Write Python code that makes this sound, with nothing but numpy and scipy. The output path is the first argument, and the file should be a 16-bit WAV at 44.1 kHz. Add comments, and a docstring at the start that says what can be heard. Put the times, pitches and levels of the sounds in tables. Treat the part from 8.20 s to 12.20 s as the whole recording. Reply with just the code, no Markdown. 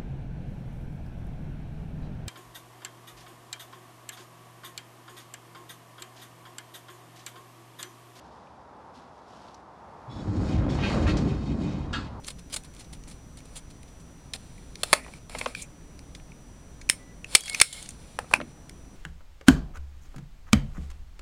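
"""A workshop, the microphone close to the steel sliding door of a machine cab.
At first there is only a steady low background, a rustling sleeve, small ticks and a soft bump.
From 1.8 s the door is pushed along its track: the rollers rumble through the panels, while the
runner scrapes in tiny slips, squeals faintly twice and rattles, ringing the rail.
The latch ticks near 3 s and knocks at 3.7 s, as the rolling dies down."""
import sys
import numpy as np
from scipy import signal
from scipy.io import wavfile

SR = 44100
rng = np.random.default_rng(int(sys.argv[2]) if len(sys.argv) > 2 else 0)


def digitize_waveform(pressure):
    """Quantize a signal to 16-bit integers and store it at the path in sys.argv[1].

    Rows of a 2-D input are taken as channels; values are limited to [-1, 1].
    """
    field = np.atleast_2d(pressure).T
    bounded = np.clip(field, -1, 1)
    quanta = np.round(bounded * 32767).astype(np.int16)
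    wavfile.write(sys.argv[1], SR, quanta)


N = 176400

# Modes of the steel rail. Each row: pitch in Hz, relative level in dB, t60 in seconds.
RAIL_MODES = [(1170,-1.5,0.21),(1352,0,0.17),(1573,1.5,.12),(1897,0,0.15),(2465,3,0.23),(2647,1.5,0.18),(2835,2.5,0.25),(3050,-3.5,.2),(3230,0,0.18),(3680,-1.5,0.22),(3924,1,0.34),(4334,5,0.23),(4759,1,0.3)]
SLIPS_PER_S, SLIP_SPREAD_DB = 1400, 1  # friction of the runner


def amp(db):
    """Decibels to gain."""
    return 10 ** (np.asarray(db) / 20)


def unit(x):
    """Scales a response to energy 1."""
    return x / np.sqrt(np.sum(x ** 2) + 1e-20)


def level(table, column):
    """Gain over time from one dB column of a curve; silent before it starts."""
    rows, t = np.array(table), np.arange(N) / SR
    return amp(np.interp(t, rows[:, 0], rows[:, column])) * (t >= rows[0, 0])


def add(mix, start, sound):
    """Mixes a sound in at a start in seconds."""
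    part = mix[max(round(start * SR), 0):][:len(sound)]
    part += sound[:len(part)]


def through(x, response):
    """Convolves, keeping the length."""
    return signal.fftconvolve(x, response)[:len(x)]


def colour(points, size=16384):
    """Minimum-phase response of energy 1 whose spectrum follows (Hz, dB) points."""
    hz, db = np.transpose(points)
    log_hz = np.log(abs(np.fft.fftfreq(size, 1 / SR)) + 1)
    rolloff_db = 20 * np.maximum(log_hz - np.log(hz[-1]), 0)
    log_gain = np.log(amp(np.interp(log_hz, np.log(hz), db) - rolloff_db))
    spectrum = np.exp(np.conj(signal.hilbert(log_gain)))
    return unit(np.fft.ifft(spectrum).real[:size // 2])


def partials(modes):
    """One dying partial of the given energy for each mode."""
    t = np.arange(SR // 2) / SR
    return [amp(db) * unit(amp(-60 * t / t60) * np.cos(2 * np.pi * hz * t)) for hz, db, t60 in modes]


def ring(modes):
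    """Response of a body struck at a random spot."""
    return unit(sum(rng.choice([-1, 1]) * part for part in partials(modes)))


def burst(t60):
    """Dense dying noise: countless small modes and reflections."""
    t = np.arange(SR // 2) / SR
    return rng.standard_normal(len(t)) * amp(-60 * t / t60)


def grains(per_s, spread_db):
    """Random tiny impacts of uneven size, rms 1."""
    size = amp(spread_db * np.minimum(rng.exponential(1, N), 4)) * rng.choice([-1, 1], N)
    return unit(size * (rng.random(N) < per_s / SR)) * np.sqrt(N)


def background():
    """Room tone: steady distant noise with a broad hump in the lows and middle."""
    # Each row: frequency in Hz, relative density in dB.
    spectrum = [(15,-35),(25,-34),(65,2),(110,-2),(190,-1),(280,-1.5),(390,-3.5),(660,-0.5),(880,3.5),(1080,-0.5),(1400,-8),(2000,-18),(3000,-25.5),(5300,-28),(8000,-36.5),(11500,-41.5)]
    # Each row: time in seconds, level in dB.
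    drift = [(0,-49.5),(.3,-50),(.47,-50.5),(.65,-49),(1.0,-51),(1.25,-49),(1.45,-51),(1.62,-48.5),(1.85,-47.5),(3.0,-52),(4.0,-46)]
    return level(drift, 1) * through(rng.standard_normal(N), colour(spectrum))


def sleeve():
    """Cloth rustles in swells of tiny creases."""
    # Each row: start, rise and fall in seconds, level in dB.
    rustles = [(-.1,0.071,0.65,-66),(.728,0.028,0.15,-60.5),(.84,.14,0.27,-68.5),(1.06,0.028,0.13,-66.5),(1.08,0.16,0.22,-61)]
    # Each row: frequency in Hz, relative density in dB.
    spectrum = [(500,-5),(2000,-5),(3200,0.5),(5500,-2),(8000,-12),(11500,-19.5)]
    t = np.arange(N) / SR
    swell = sum(amp(db) * np.interp(t, [start, start + rise, start + rise + fall], [0, 1, 0])
                for start, rise, fall, db in rustles)
    return through(swell * grains(per_s=3000, spread_db=2.5), colour(spectrum))


def handling_ticks():
    """Small impacts of handling, each a brief noise centred on one pitch."""
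    # Each row: start in seconds, pitch in Hz, level in dB.
    ticks = [(0.271,2580,-55.5),(.773,4600,-57.5),(1.283,3800,-52.5),(1.344,5460,-48.5)]
    out = np.zeros(N)
    for start, hz, db in ticks:
        tint = colour([(hz / 10, -55), (hz / 2, -17), (hz, 0), (hz * 2, -25)])
        add(out, start, amp(db) * through(burst(t60=0.031), tint))
    return out


def panel_bumps():
    """Soft pushes on the panels swell and die within a few cycles."""
    # Each row: start in seconds, pitch in Hz, rise in seconds, peak in dB.
    bumps = [(.766,248,0.013,-46.5),(1.869,124,0.025,-35.5),(2.069,100,0.022,-25.5),(2.162,95,0.03,-21)]
    t = np.arange(SR // 2) / SR
    out = np.zeros(N)
    for start, hz, rise, db in bumps:
        swell = (t / rise * np.exp(1 - t / rise)) ** 3
        add(out, start, amp(db) * swell * np.sin(2 * np.pi * hz * t))
    return out


def sheet(spectrum, modes, modes_db):
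    """Response of a damped sheet with its modes standing out."""
    broad = np.pad(colour(spectrum), (0, SR // 2))
    ringing = unit(through(broad, sum(partials(modes))))
    return unit(broad + amp(modes_db) * ringing)


def rollers():
    """The rollers run over bumps in the track and shake the door panels."""
    # Each row: time in seconds, then panel boom, roller rumble and track grind in relative dB.
    travel = [(1.8,-96,-60,-63),(1.87,-62,-61,-59),(1.93,-45.5,-41.5,-49),(2.03,-37,-35.5,-45.5),(2.18,-28.5,-28,-42.5),(2.26,-33.5,-29.5,-39.5),(2.37,-22.5,-26,-38),(2.47,-33,-27.5,-35.5),(2.58,-26.5,-29,-35.5),
              (2.69,-31,-27.5,-33.5),(2.76,-30.5,-24,-31),(2.85,-24.5,-26.5,-34.5),(2.95,-32.5,-24,-35),(3.1,-32,-25.5,-38.5),(3.2,-34,-33,-44.5),(3.3,-34,-29,-47),(3.48,-40.5,-29,-41.5),(3.6,-33.5,-37.5,-49.5),(3.65,-35.5,-39,-49),(3.8,-39,-34.5,-50),(3.88,-40.5,-43,-61),(4.0,-42.5,-44,-55)]
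    # Their three spectra. Each row: frequency in Hz, relative density in dB.
    boom = [(15,-44),(25,-34),(33,-7.5),(46,-9.5),(60,-1),(100,-5.5),(135,-21.5),(250,-56)]
    rumble = [(20,-61),(50,-35),(90,-9.5),(120,0.5),(200,3),(300,-1),(380,-7.5),(460,-12.5),(700,-23),(1500,-46.5)]
    grind = [(50,-57),(200,-25),(400,-6),(530,3),(750,-1),(1100,-6),(1500,-8.5),(3000,-25.5)]
    # Each row: pitch in Hz, relative level in dB, t60 in seconds.
    panel_modes = [(61.7,-9,0.52),(108.6,-8.5,0.24),(140.7,13,0.74),(189.4,0,.17),(229.4,4.5,0.36),(299.7,12.5,0.12),(390,6.5,.27),(519.2,10,1),(751,11,1),(1062,14.5,.3)]
    out = np.zeros(N)
    for column, spectrum, db in [(1, boom, 0.73), (2, rumble, -1.06), (3, grind, -2.8)]:
        force = level(travel, column) * grains(per_s=900, spread_db=1.5)
        out += amp(db) * through(force, sheet(spectrum, panel_modes, modes_db=-8))
    return out


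def wander(spread_db=4, per_s=8.7):
    """Slow random gain of mean power 1."""
    knots = rng.standard_normal(200)
    drift = np.interp(np.arange(N) / SR * per_s, np.arange(len(knots)), knots)
    return unit(amp(spread_db * drift)) * np.sqrt(N)


def cab(x, reflections_db=3):
    """Adds the short reflections of the steel cab, keeping the power."""
    reflections = through(x, unit(burst(t60=0.055)))
    return (x + amp(reflections_db) * reflections) / np.hypot(1, amp(reflections_db))


def rub(force, spectrum, modes, modes_db):
    """Tiny slips excite a body whose modes swell and fade as the contact travels."""
    tint, parts = colour(spectrum), partials(modes)
    slips = through(force * grains(SLIPS_PER_S, SLIP_SPREAD_DB), tint)
    ringing = sum(through(slips * wander(), part) for part in parts)
    ringing /= np.linalg.norm(through(sum(parts), tint))
    return (cab(slips) + amp(modes_db) * ringing) / np.hypot(1, amp(modes_db))


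def runner():
    """Close to the microphone, the sliding runner rings the rail and hisses in its bracket."""
    # Each row: time in seconds, then ringing scrape and dry hiss in relative dB.
    friction = [(1.87,-85,-95),(1.91,-63,-62.5),(2.02,-62,-59),(2.08,-60,-62),(2.25,-57,-53),(2.32,-45,-52),(2.42,-55,-64),(2.485,-59,-72),
                (2.497,-46,-51.5),(2.57,-50,-52),(2.61,-41.5,-66),(2.632,-41,-67),(2.68,-38.5,-49),(2.74,-45.5,-46.5),(2.8,-51,-54),(2.825,-45.5,-48),(2.858,-46,-61),
                (2.877,-36,-47),(2.92,-43,-53),(2.96,-48,-65),(3.05,-56,-56),(3.095,-47,-54.5),(3.18,-59.5,-61.5),(3.24,-53,-59.5),(3.32,-51,-59.5),(3.36,-67,-63),
                (3.42,-51,-55.5),(3.5,-48.5,-61),(3.6,-55.5,-65.5),(3.7,-59.5,-72),(3.86,-53,-69),(4.0,-103,-87)]
    # Each row: frequency in Hz, relative density in dB.
    scrape_spectrum = [(500,-17.5),(1300,-9),(1800,-1.5),(2150,7),(2700,-2),(3400,-1.5),(4400,-7),(6000,-8.5),(9000,-27),(12000,-36)]
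    hiss_spectrum = [(1000,-37),(2800,-11),(3500,-6.5),(4700,-0.5),(5600,-4),(7000,-4.5),(9000,-13.5),(10000,-19),(11500,-23)]
    # Each row: pitch in Hz, relative level in dB, t60 in seconds.
    bracket_modes = [(4360,0,0.03),(5590,-1.5,.025),(6730,-6.5,0.043)]
    scrape = rub(level(friction, 1), scrape_spectrum, RAIL_MODES, modes_db=-7)
    hiss = rub(level(friction, 2), hiss_spectrum, bracket_modes, modes_db=-6.5)
    return amp(-1.5) * (scrape + hiss)


def squeals():
    """The runner catches and breaks free: short runs of slips ring a few of its high modes."""
    # Each row: start and length in seconds, level in dB.
    catches = [(1.89,0.12,-57.5),(2.484,0.038,-47.5)]
    # Each row: pitch in Hz, relative level in dB, t60 in seconds.
    runner_modes = [(3420,4.5,0.088),(3520,-3,0.081),(3895,0,0.056),(5280,-1.5,0.047)]
    t = np.arange(N) / SR
    ramp_s, shape = 0.0073, [0.013, 0.73, 0.96, 0]
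    force = sum(amp(db) * np.interp(t - start, [0, ramp_s, length, length + ramp_s], shape)
                for start, length, db in catches)
    return through(force * grains(SLIPS_PER_S, SLIP_SPREAD_DB), ring(runner_modes))


def rattles():
    """The runner jumps and hits the rail: a short clatter, then the modes ring on."""
    # Each row: start in seconds, centre pitch in Hz, level in dB.
    hits = [(2.587,1990,-41),(2.625,2200,-36),(2.635,2400,-31),(2.647,2180,-32),(2.699,2180,-37),(2.717,1700,-37),(2.737,1300,-36),(2.869,1300,-34),(2.88,1800,-30.5),(2.893,3020,-33)]
    out = np.zeros(N)
    for start, hz, db in hits:
        clatter = burst(t60=0.16)
        size = np.linalg.norm(clatter)
        ringing = amp(-2) * size * ring(RAIL_MODES)
        tint = colour([(hz / 10, -28), (hz / 2, -4), (hz, 0), (hz * 2, -10), (hz * 4, -29)])
        add(out, start, amp(db) * size * unit(through(clatter + ringing, tint)))
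    return out


def latch():
    """Each contact of the latch gives a tick, a clack and a metallic ring."""
    # Each row: start in seconds, then ring, clack and tick in relative dB.
    knocks = [(2.968,-60,-47.5,-35.5),(2.983,-59,-52,-43.5),(3.728,-46,-38,-42.5),(3.7305,-39,-33,-48),(3.737,-31.5,-36,-54),(3.756,-39,-42,-56)]
    # Latch and frame. Each row: pitch in Hz, relative level in dB, t60 in seconds.
    modes = [(1335,0.5,0.31),(1652,3,0.22),(1994,-13,.35),(2600,-3,.3),(2845,2.5,0.15),(3214,2,0.16),(3750,-7.5,0.15),(4360,-8.5,0.36),(4544,-6,.26),(4990,-8,.21)]
    # Each row: frequency in Hz, relative density in dB.
    clack_spectrum = [(200,-25),(800,-7),(1400,8.5),(1800,0.5),(2250,-9.5),(2900,-7),(3700,-1.5),(4600,-7.5),(6000,-17),(7800,-17),(10000,-36.5)]
    tick_spectrum = [(1000,6),(3500,6.5),(5700,10),(7500,1),(9000,-7),(11500,-26)]
    strike_s = 0.0017
    attack = np.minimum(np.arange(SR // 2) / SR / strike_s, 1)
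    out = np.zeros(N)
    for start, ring_db, clack_db, tick_db in knocks:
        metal, clatter = ring(modes), burst(t60=0.34)
        ringing = amp(ring_db) * metal * np.linalg.norm(clatter)
        clack = amp(clack_db) * through(clatter, colour(clack_spectrum))
        tick = amp(tick_db) * through(burst(t60=0.15), colour(tick_spectrum))
        add(out, start, attack * (ringing + clack + tick))
    return amp(-2) * out


def scene():
    """Room tone, handling and the door at one close microphone."""
    door = rollers() + runner() + rattles() + squeals() + latch()
    handling = sleeve() + handling_ticks() + panel_bumps()
    return (background() + handling + door)[None]


def record(dry):
    """The microphone channel cuts off steeply above 11.9 kHz."""
    lowpass = signal.firwin(511, 11900, window=("kaiser", 9), fs=SR)
    return signal.oaconvolve(dry, lowpass[None], "same")


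dry = scene()
out = record(dry)
digitize_waveform(out)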